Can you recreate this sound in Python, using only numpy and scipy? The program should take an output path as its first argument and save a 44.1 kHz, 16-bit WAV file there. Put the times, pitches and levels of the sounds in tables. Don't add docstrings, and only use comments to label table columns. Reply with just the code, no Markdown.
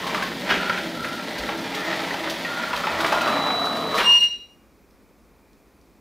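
import sys
import numpy as np
from scipy import signal
from scipy.fft import rfft, irfft, next_fast_len
from scipy.io import wavfile

SR = 44100
rng = np.random.default_rng(int(sys.argv[2]) if len(sys.argv) > 2 else 0)


def transcribe(signal):
    frames = np.atleast_2d(signal).T
    limited = np.clip(frames, -1, 1)
    pcm = np.round(limited * 32767).astype(np.int16)
    wavfile.write(sys.argv[1], SR, pcm)


N = 264996
T = np.arange(N) / SR
STOP_S = 3.99

# (frequency [Hz], spectral level [dB per Hz])
HINGE = [(150, -17.5), (400, -4.5), (800, -7), (1400, 1), (2100, -2), (2900, -4.5), (4000, -14.5),
         (5500, -20), (8000, -39), (15000, -36)]


def gain_of(db):
    return 10 ** (np.asarray(db) / 20)


def evened(x):
    return x / np.sqrt(np.mean(x ** 2) + 1e-20)


def read(points, hz):
    f, value = np.transpose(points)
    return np.interp(np.log(hz + 1), np.log(f + 1), value)


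def level(rows, lead=0., axis=1):
    s, db = np.transpose(rows)[[0, axis]]
    early = T + lead
    outside = np.maximum(s[0] - early, 0) + np.maximum(early - s[-1], 0)
    return gain_of(np.interp(early, s, db) - 1000 * outside)


def spell(start, attack, hold, fade_db_per_s):
    age = T - start
    rise = np.sin(np.pi / 2 * np.clip(age / attack, 0, 1)) ** 2
    return rise * gain_of(-fade_db_per_s * np.maximum(age - hold, 0))


def add(mix, s, sound):
    part = mix[max(round(s * SR), 0):][:len(sound)]
    part += sound[:len(part)]


def wander(hz):
    size = next_fast_len(N, real=True)
    f = np.fft.rfftfreq(size, 1 / SR)
    slow = irfft(rfft(rng.standard_normal(size)) / (1 + (f / hz) ** 4))
    return evened(slow[:N])


def body(x, spectrum, size=4096):
    f = abs(np.fft.fftfreq(size, 1 / SR))
    log_gain = np.log(gain_of(np.maximum(read(spectrum, f), -100)))
    taps = np.fft.ifft(np.exp(np.conj(signal.hilbert(log_gain)))).real[:size // 2]
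    return signal.oaconvolve(x, taps / np.linalg.norm(taps))[:N]


def resonate(x, hz, width):
    turn = np.exp(2j * np.pi * np.cumsum(hz * np.ones(len(x))) / SR)
    r = np.exp(-np.pi * width / SR)
    shifted = signal.lfilter([1], [1, -2 * r, r * r], x / turn)
    return evened((turn * shifted).real)


def contacts(per_s, spread_db):
    size = gain_of(spread_db * np.minimum(rng.exponential(1, N), 4))
    happens = rng.random(N) < per_s / SR
    return evened(size * rng.choice([-1, 1], N) * happens)


def burst(t60, rise=0.00023):
    t = T[:SR // 2]
    return rng.standard_normal(len(t)) * gain_of(-60 * t / t60) * (1 - np.exp(-t / rise))


def reflections(size=20):
    # (frequency [Hz], t60 [s])
    decay_times = [(100, 0.7), (400, 0.72), (1200, 0.36), (3000, 0.59), (6000, 0.32), (14000, 0.41)]
    taps = np.zeros(SR // 2)
    at = np.arange(8 * size, len(taps) - size, size)
    taps[at + rng.integers(0, size, len(at))] = rng.choice([-1., 1.], len(at))
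    hz, t, z = signal.stft(taps, SR, nperseg=256)
    decay = gain_of(-60 * t / read(decay_times, hz)[:, None])
    tail = signal.istft(z * decay, SR, nperseg=256)[1]
    return tail / np.linalg.norm(tail)


def garage(x, wet_db, count=4):
    echoes = np.zeros(N)
    for k in range(count):
        share = np.maximum(np.cos(2 * np.pi * (T / 2 - k / count)), 0)
        echoes += signal.oaconvolve(x * share, reflections())[:N]
    wet = gain_of(wet_db)
    return (x + wet * echoes) / np.hypot(1, wet)


def travel(db, follow, drag_db=0):
    # (time [s], level [dB])
    rattle_curve = [(0, -30), (0.22, -34), (0.38, -42), (0.49, -25), (0.62, -32), (0.75, -33), (0.9, -39.5),
                    (1.65, -35.5), (1.95, -28.5), (2.3, -34.5), (2.65, -33.5), (3.08, -29.5), (3.33, -28.5),
                    (3.55, -39.5), (3.88, -39), (3.97, -30.5)]
    usual_db, stop_db_per_s = -34, 899
    drag_s, drag_onset_s = 3.2, 0.24
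    rattle = np.interp(T, *np.transpose(rattle_curve)) - usual_db
    drag = np.clip((T - drag_s) / drag_onset_s + .5, 0, 1)
    stop = stop_db_per_s * np.maximum(T - STOP_S, 0)
    return gain_of(db + follow * rattle + drag_db * drag - stop)


def air():
    # (frequency [Hz], spectral level [dB per Hz])
    air_spectrum = [(20, -22), (40, -3.5), (55, 11.5), (90, 0.5), (140, -2.5), (220, 6.5), (480, 0),
                    (750, -6.5), (1100, -7), (1600, -13), (2100, -14), (2400, -10), (2850, -21),
                    (5000, -20), (9000, -25), (15500, -24)]
    return gain_of(-56) * evened(body(rng.standard_normal(N), air_spectrum))


def rollers():
    # (frequency [Hz], spectral level [dB per Hz])
    track = [(240, -36), (400, -28), (526, -3.5), (639, 2.5), (710, -3), (897, 1.5), (1180, -10.5),
             (1340, 0), (1470, -6), (1930, -0.5), (2750, -9.5), (3660, -10.5), (9000, -33), (11700, -64),
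             (19800, -120)]
    clumps = gain_of(2 * wander(hz=40))
    chatter = contacts(per_s=1700, spread_db=3.0) * clumps
    return evened(body(chatter, track)) * travel(db=-32, follow=0.7)


def panels():
    # (frequency [Hz], spectral level [dB per Hz])
    wood = [(20, -33.5), (38, -31), (55, -15.5), (100, -17), (130, -8), (172, 0.5), (215, 1.5), (300, -0.5),
            (520, -4.5), (800, -17), (1500, -38.5)]
    calm_db_per_s = 1.23
    shaking = travel(-35 - calm_db_per_s * T, follow=0.1008, drag_db=4)
    return evened(body(contacts(per_s=2500, spread_db=3.0), wood)) * shaking


def grinding():
    # (time [s], length [s], frequency [Hz], width [Hz], level [dB])
    grinds = [(0.0, 0.27, 1063, 152, -32.5), (0.586, 0.13, 1404, 110, -30), (0.928, 0.31, 1374, 130, -35.5),
              (1.441, 0.17, 1350, 79, -39.5), (1.757, 0.27, 1890, 300, -35.5),
              (1.778, 0.15, 1330, 120, -37), (2.428, 0.55, 1394, 114, -34), (3.006, 0.25, 1408, 80, -31.5),
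              (3.984, 0.14, 1010, 131, -28)]
    out = np.zeros(N)
    for s, length, hz, width, db in grinds:
        size = int(length * SR)
        ring = resonate(rng.standard_normal(size), hz, width)
        add(out, s, gain_of(db) * ring * signal.windows.tukey(size, .3))
    return out


def drone():
    # (time [s], length [s], level [dB])
    swells = [(0.743, 0.28, -39), (1.407, 0.3, -41.5), (1.8, 0.3, -36.5), (2.164, 0.21, -38.5),
              (2.926, 0.21, -37.5)]
    mode_hz = 326
    phase = 2 * np.pi * np.cumsum(mode_hz + 5 * wander(hz=23.95)) / SR
    hum = evened(np.sin(phase) * gain_of(2 * wander(hz=25.1)))
    octave = resonate(rng.standard_normal(N), 2 * mode_hz, width=65)
    swell = travel(db=-51.5, follow=0)
    for s, length, db in swells:
        add(swell, s, gain_of(db) * signal.windows.tukey(int(length * SR), .7))
    return (hum + gain_of(-6.5) * octave) * swell


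def chain():
    # (frequency [Hz], spectral level [dB per Hz])
    links = [(2200, -1), (3200, 14), (4200, 12.5), (5500, 7.5), (7800, -1.5), (11000, -3.5), (15500, -5.5)]
    # (time [s], level [dB])
    slap_times = [(0.0672, -23), (0.1436, -25), (0.2235, -21.5), (1.047, -26), (1.38, -21.5), (1.572, -27),
                  (1.746, -21.5), (2.296, -16.5), (2.7586, -22), (3.0028, -17.5), (3.062, -18.5),
                  (3.1223, -20), (3.2104, -19.5), (3.274, -22.5), (3.6516, -24), (3.7635, -25),
                  (3.9766, -17.5)]
    jerk_s = 0.11
    jerk = gain_of(-35) * spell(STOP_S - jerk_s / 2, attack=0.034, hold=jerk_s, fade_db_per_s=401.5)
    clinks = evened(contacts(per_s=2600, spread_db=2.0) * gain_of(1.3 * wander(hz=40.2)))
    clinks = clinks * (travel(db=-39.5, follow=0.24, drag_db=-1.5) + jerk)
    slaps = np.zeros(N)
    for s, db in slap_times:
        add(slaps, s, gain_of(db) * burst(t60=0.063, rise=0.0062))
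    return body(clinks + slaps, links)


def knocks():
    # (time [s], level [dB], ring frequency [Hz])
    blow_list = [(0.145, -17, 1200), (0.222, -18.5, 1590), (0.696, -14, 1367), (0.776, -21.5, 1540),
                 (1.044, -19.5, 1340), (1.489, -20, 840), (1.743, -24.5, 2080), (1.925, -22, 1800),
                 (2.106, -19, 1970), (2.141, -20.5, 734), (2.273, -22, 660), (2.448, -19, 1910),
                 (2.636, -23, 1410), (2.731, -18.5, 950), (2.835, -19, 1360), (2.869, -15.5, 870),
                 (3.002, -18, 1440), (3.045, -13.5, 1120), (3.121, -14.5, 900), (3.209, -18, 1400),
                 (3.275, -17, 1380), (3.503, -18.5, 1170)]
    ring_db = -1.5
    blows, rings = np.zeros(N), np.zeros(N)
    for s, db, hz in blow_list:
        add(blows, s, gain_of(db) * burst(t60=0.042, rise=0.0007))
        ring = resonate(burst(t60=0.05), hz, width=170)
        add(rings, s, gain_of(db + ring_db) * ring / abs(ring).max())
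    return body(blows, HINGE) + rings


def crashes():
    # (time [s], level [dB], clatter t60 [s])
    crash_list = [(0.488, -14.5, 0.11), (0.499, -8.5, 0.12), (3.975, -13, 0.15), (3.999, -11.5, 0.1)]
    blows = np.zeros(N)
    for s, db, t60 in crash_list:
        add(blows, s, gain_of(db) * burst(t60, rise=0.0054))
    return body(blows, HINGE)


def bumps():
    # (time [s], level [dB], frequency [Hz], t60 [s])
    bump_list = [(0.51, -41, 63.6, 0.49), (0.98, -41, 71.4, 0.54), (1.39, -29, 54.6, 0.26),
                 (2.73, -41, 54, 0.54), (2.919, -36.5, 81, 0.54), (3.98, -32, 176, 0.4)]
    out, t = np.zeros(N), T[:SR]
    for s, db, hz, t60 in bump_list:
        envelope = gain_of(db - 60 * t / t60) * (1 - np.exp(-t / 0.019))
        add(out, s, envelope * np.sin(2 * np.pi * hz * t))
    return out


def rubbing():
    # (frequency [Hz], spectral level [dB per Hz])
    frame = [(250, -27.5), (450, -8), (650, -2), (850, -6), (1050, -0.5), (1250, 1.5), (1500, -11.5),
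             (2200, -25.5), (4000, -42.5)]
    # (time [s], level [dB])
    rub_curve = [(1.55, -41.5), (2.45, -43.5), (2.85, -32), (3.33, -25), (3.6, -27.5), (3.91, -29.5),
                 (3.98, -21.5)]
    # (time [s], pitch [Hz], level before the partials' weights [dB])
    groan = [(3.05, 390, -45), (3.289, 288.5, -41), (3.43, 282, -33), (3.54, 235, -40), (3.85, 219, -35),
             (3.97, 198, -38), (4.05, 186, -50)]
    judder = contacts(per_s=1200, spread_db=4.5) * gain_of(3.0 * wander(hz=45))
    slips = evened(body(judder, frame)) * level(rub_curve, lead=0.012)
    s, pitch, _ = np.transpose(groan)
    hz = np.interp(T, s, pitch)
    low = resonate(rng.standard_normal(N), hz, width=36)
    third = resonate(rng.standard_normal(N), 3 * hz, width=52)
    partials = gain_of(-1) * low + gain_of(3.0) * third
    return slips + partials * level(groan, lead=0.017, axis=2)


def whistle():
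    # (time [s], level [dB])
    whistle_curve = [(3.1, -45), (3.494, -28), (3.66, -28), (3.794, -36), (3.972, -33), (4.178, -53.5),
                     (4.198, -39.5), (4.448, -56.5), (4.55, -82)]
    mode_hz = 3940
    phase = 2 * np.pi * np.cumsum(mode_hz + 2.0 * wander(hz=7.4)) / SR
    tone = np.sin(phase) + gain_of(-35) * np.sin(2 * phase) + gain_of(-44.0) * np.sin(3 * phase)
    return evened(tone) * level(whistle_curve)


def squeal():
    # (multiple [1], level [dB], fade [dB per s])
    overtones = [(1.5, -40, 130.5), (2, -32, 124), (2.5, -58.5, 90.5), (3, -44.5, 150.5), (4, -54, 181.5),
                 (5, -57, 181)]
    # (frequency [Hz], spectral level [dB per Hz])
    rasp_spectrum = [(900, -22), (1600, -4.5), (2200, -2.5), (2700, 3), (3300, -8), (4300, -4), (7000, -17),
                     (15000, -29.5)]
    start_s, lock_s = 4.025, 0.066
    locked_hz, flat_hz = 2840, 20
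    hz = locked_hz - flat_hz * np.exp(-((T - start_s) / lock_s) ** 4)
    phase = 2 * np.pi * np.cumsum(hz + 5 * wander(hz=150)) / SR

    first_dip_s, throb_s, throb_depth = 4.2, .093, 0.88
    throbs = (T - first_dip_s) / throb_s
    throb = 1 - throb_depth * (1 - abs(np.sin(np.pi * throbs))) * (throbs > -.5)
    swell = gain_of(-12) * spell(start_s, attack=0.081, hold=0.2, fade_db_per_s=147) * throb

    edge = np.zeros(N)
    for k, db, fade in overtones:
        partial = np.sin(k * phase + 1.1 * wander(hz=59.4))
        strength = gain_of(db + 3.5 * wander(hz=70.5))
        edge += strength * partial * spell(start_s, attack=0.027, hold=0.19, fade_db_per_s=fade)
    rasp = gain_of(-22.5) * evened(body(rng.standard_normal(N), rasp_spectrum)) * swell
    return evened(np.sin(phase)) * swell + garage(edge + rasp, wet_db=-10)


def settling():
    # (time [s], level [dB])
    tick_times = [(4.9097, -56), (5.5318, -52.5), (5.8132, -54)]
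    # (frequency [Hz], spectral level [dB per Hz])
    tick_spectrum = [(2000, -25), (3500, -8.5), (5000, -1), (7000, -11), (12000, -20)]
    out = np.zeros(N)
    for s, db in tick_times:
        add(out, s, gain_of(db) * burst(t60=.015))
    return body(out, tick_spectrum)


def scene():
    running = garage(rollers() + panels() + grinding() + rubbing(), wet_db=-2.0)
    clacking = garage(chain() + knocks() + crashes() + settling(), wet_db=-2.0)
    tones = drone() + bumps() + whistle() + squeal()
    low_side = gain_of(-67) * wander(hz=75.5)
    return running + clacking + tones + air() + np.array([low_side, -low_side])


def record(dry):
    edge_hz = 15650
    taps = signal.firwin(1023, edge_hz, window=("kaiser", 9), fs=SR)
    return signal.oaconvolve(dry, taps[None], "same")


dry = scene()
out = record(dry)
transcribe(out)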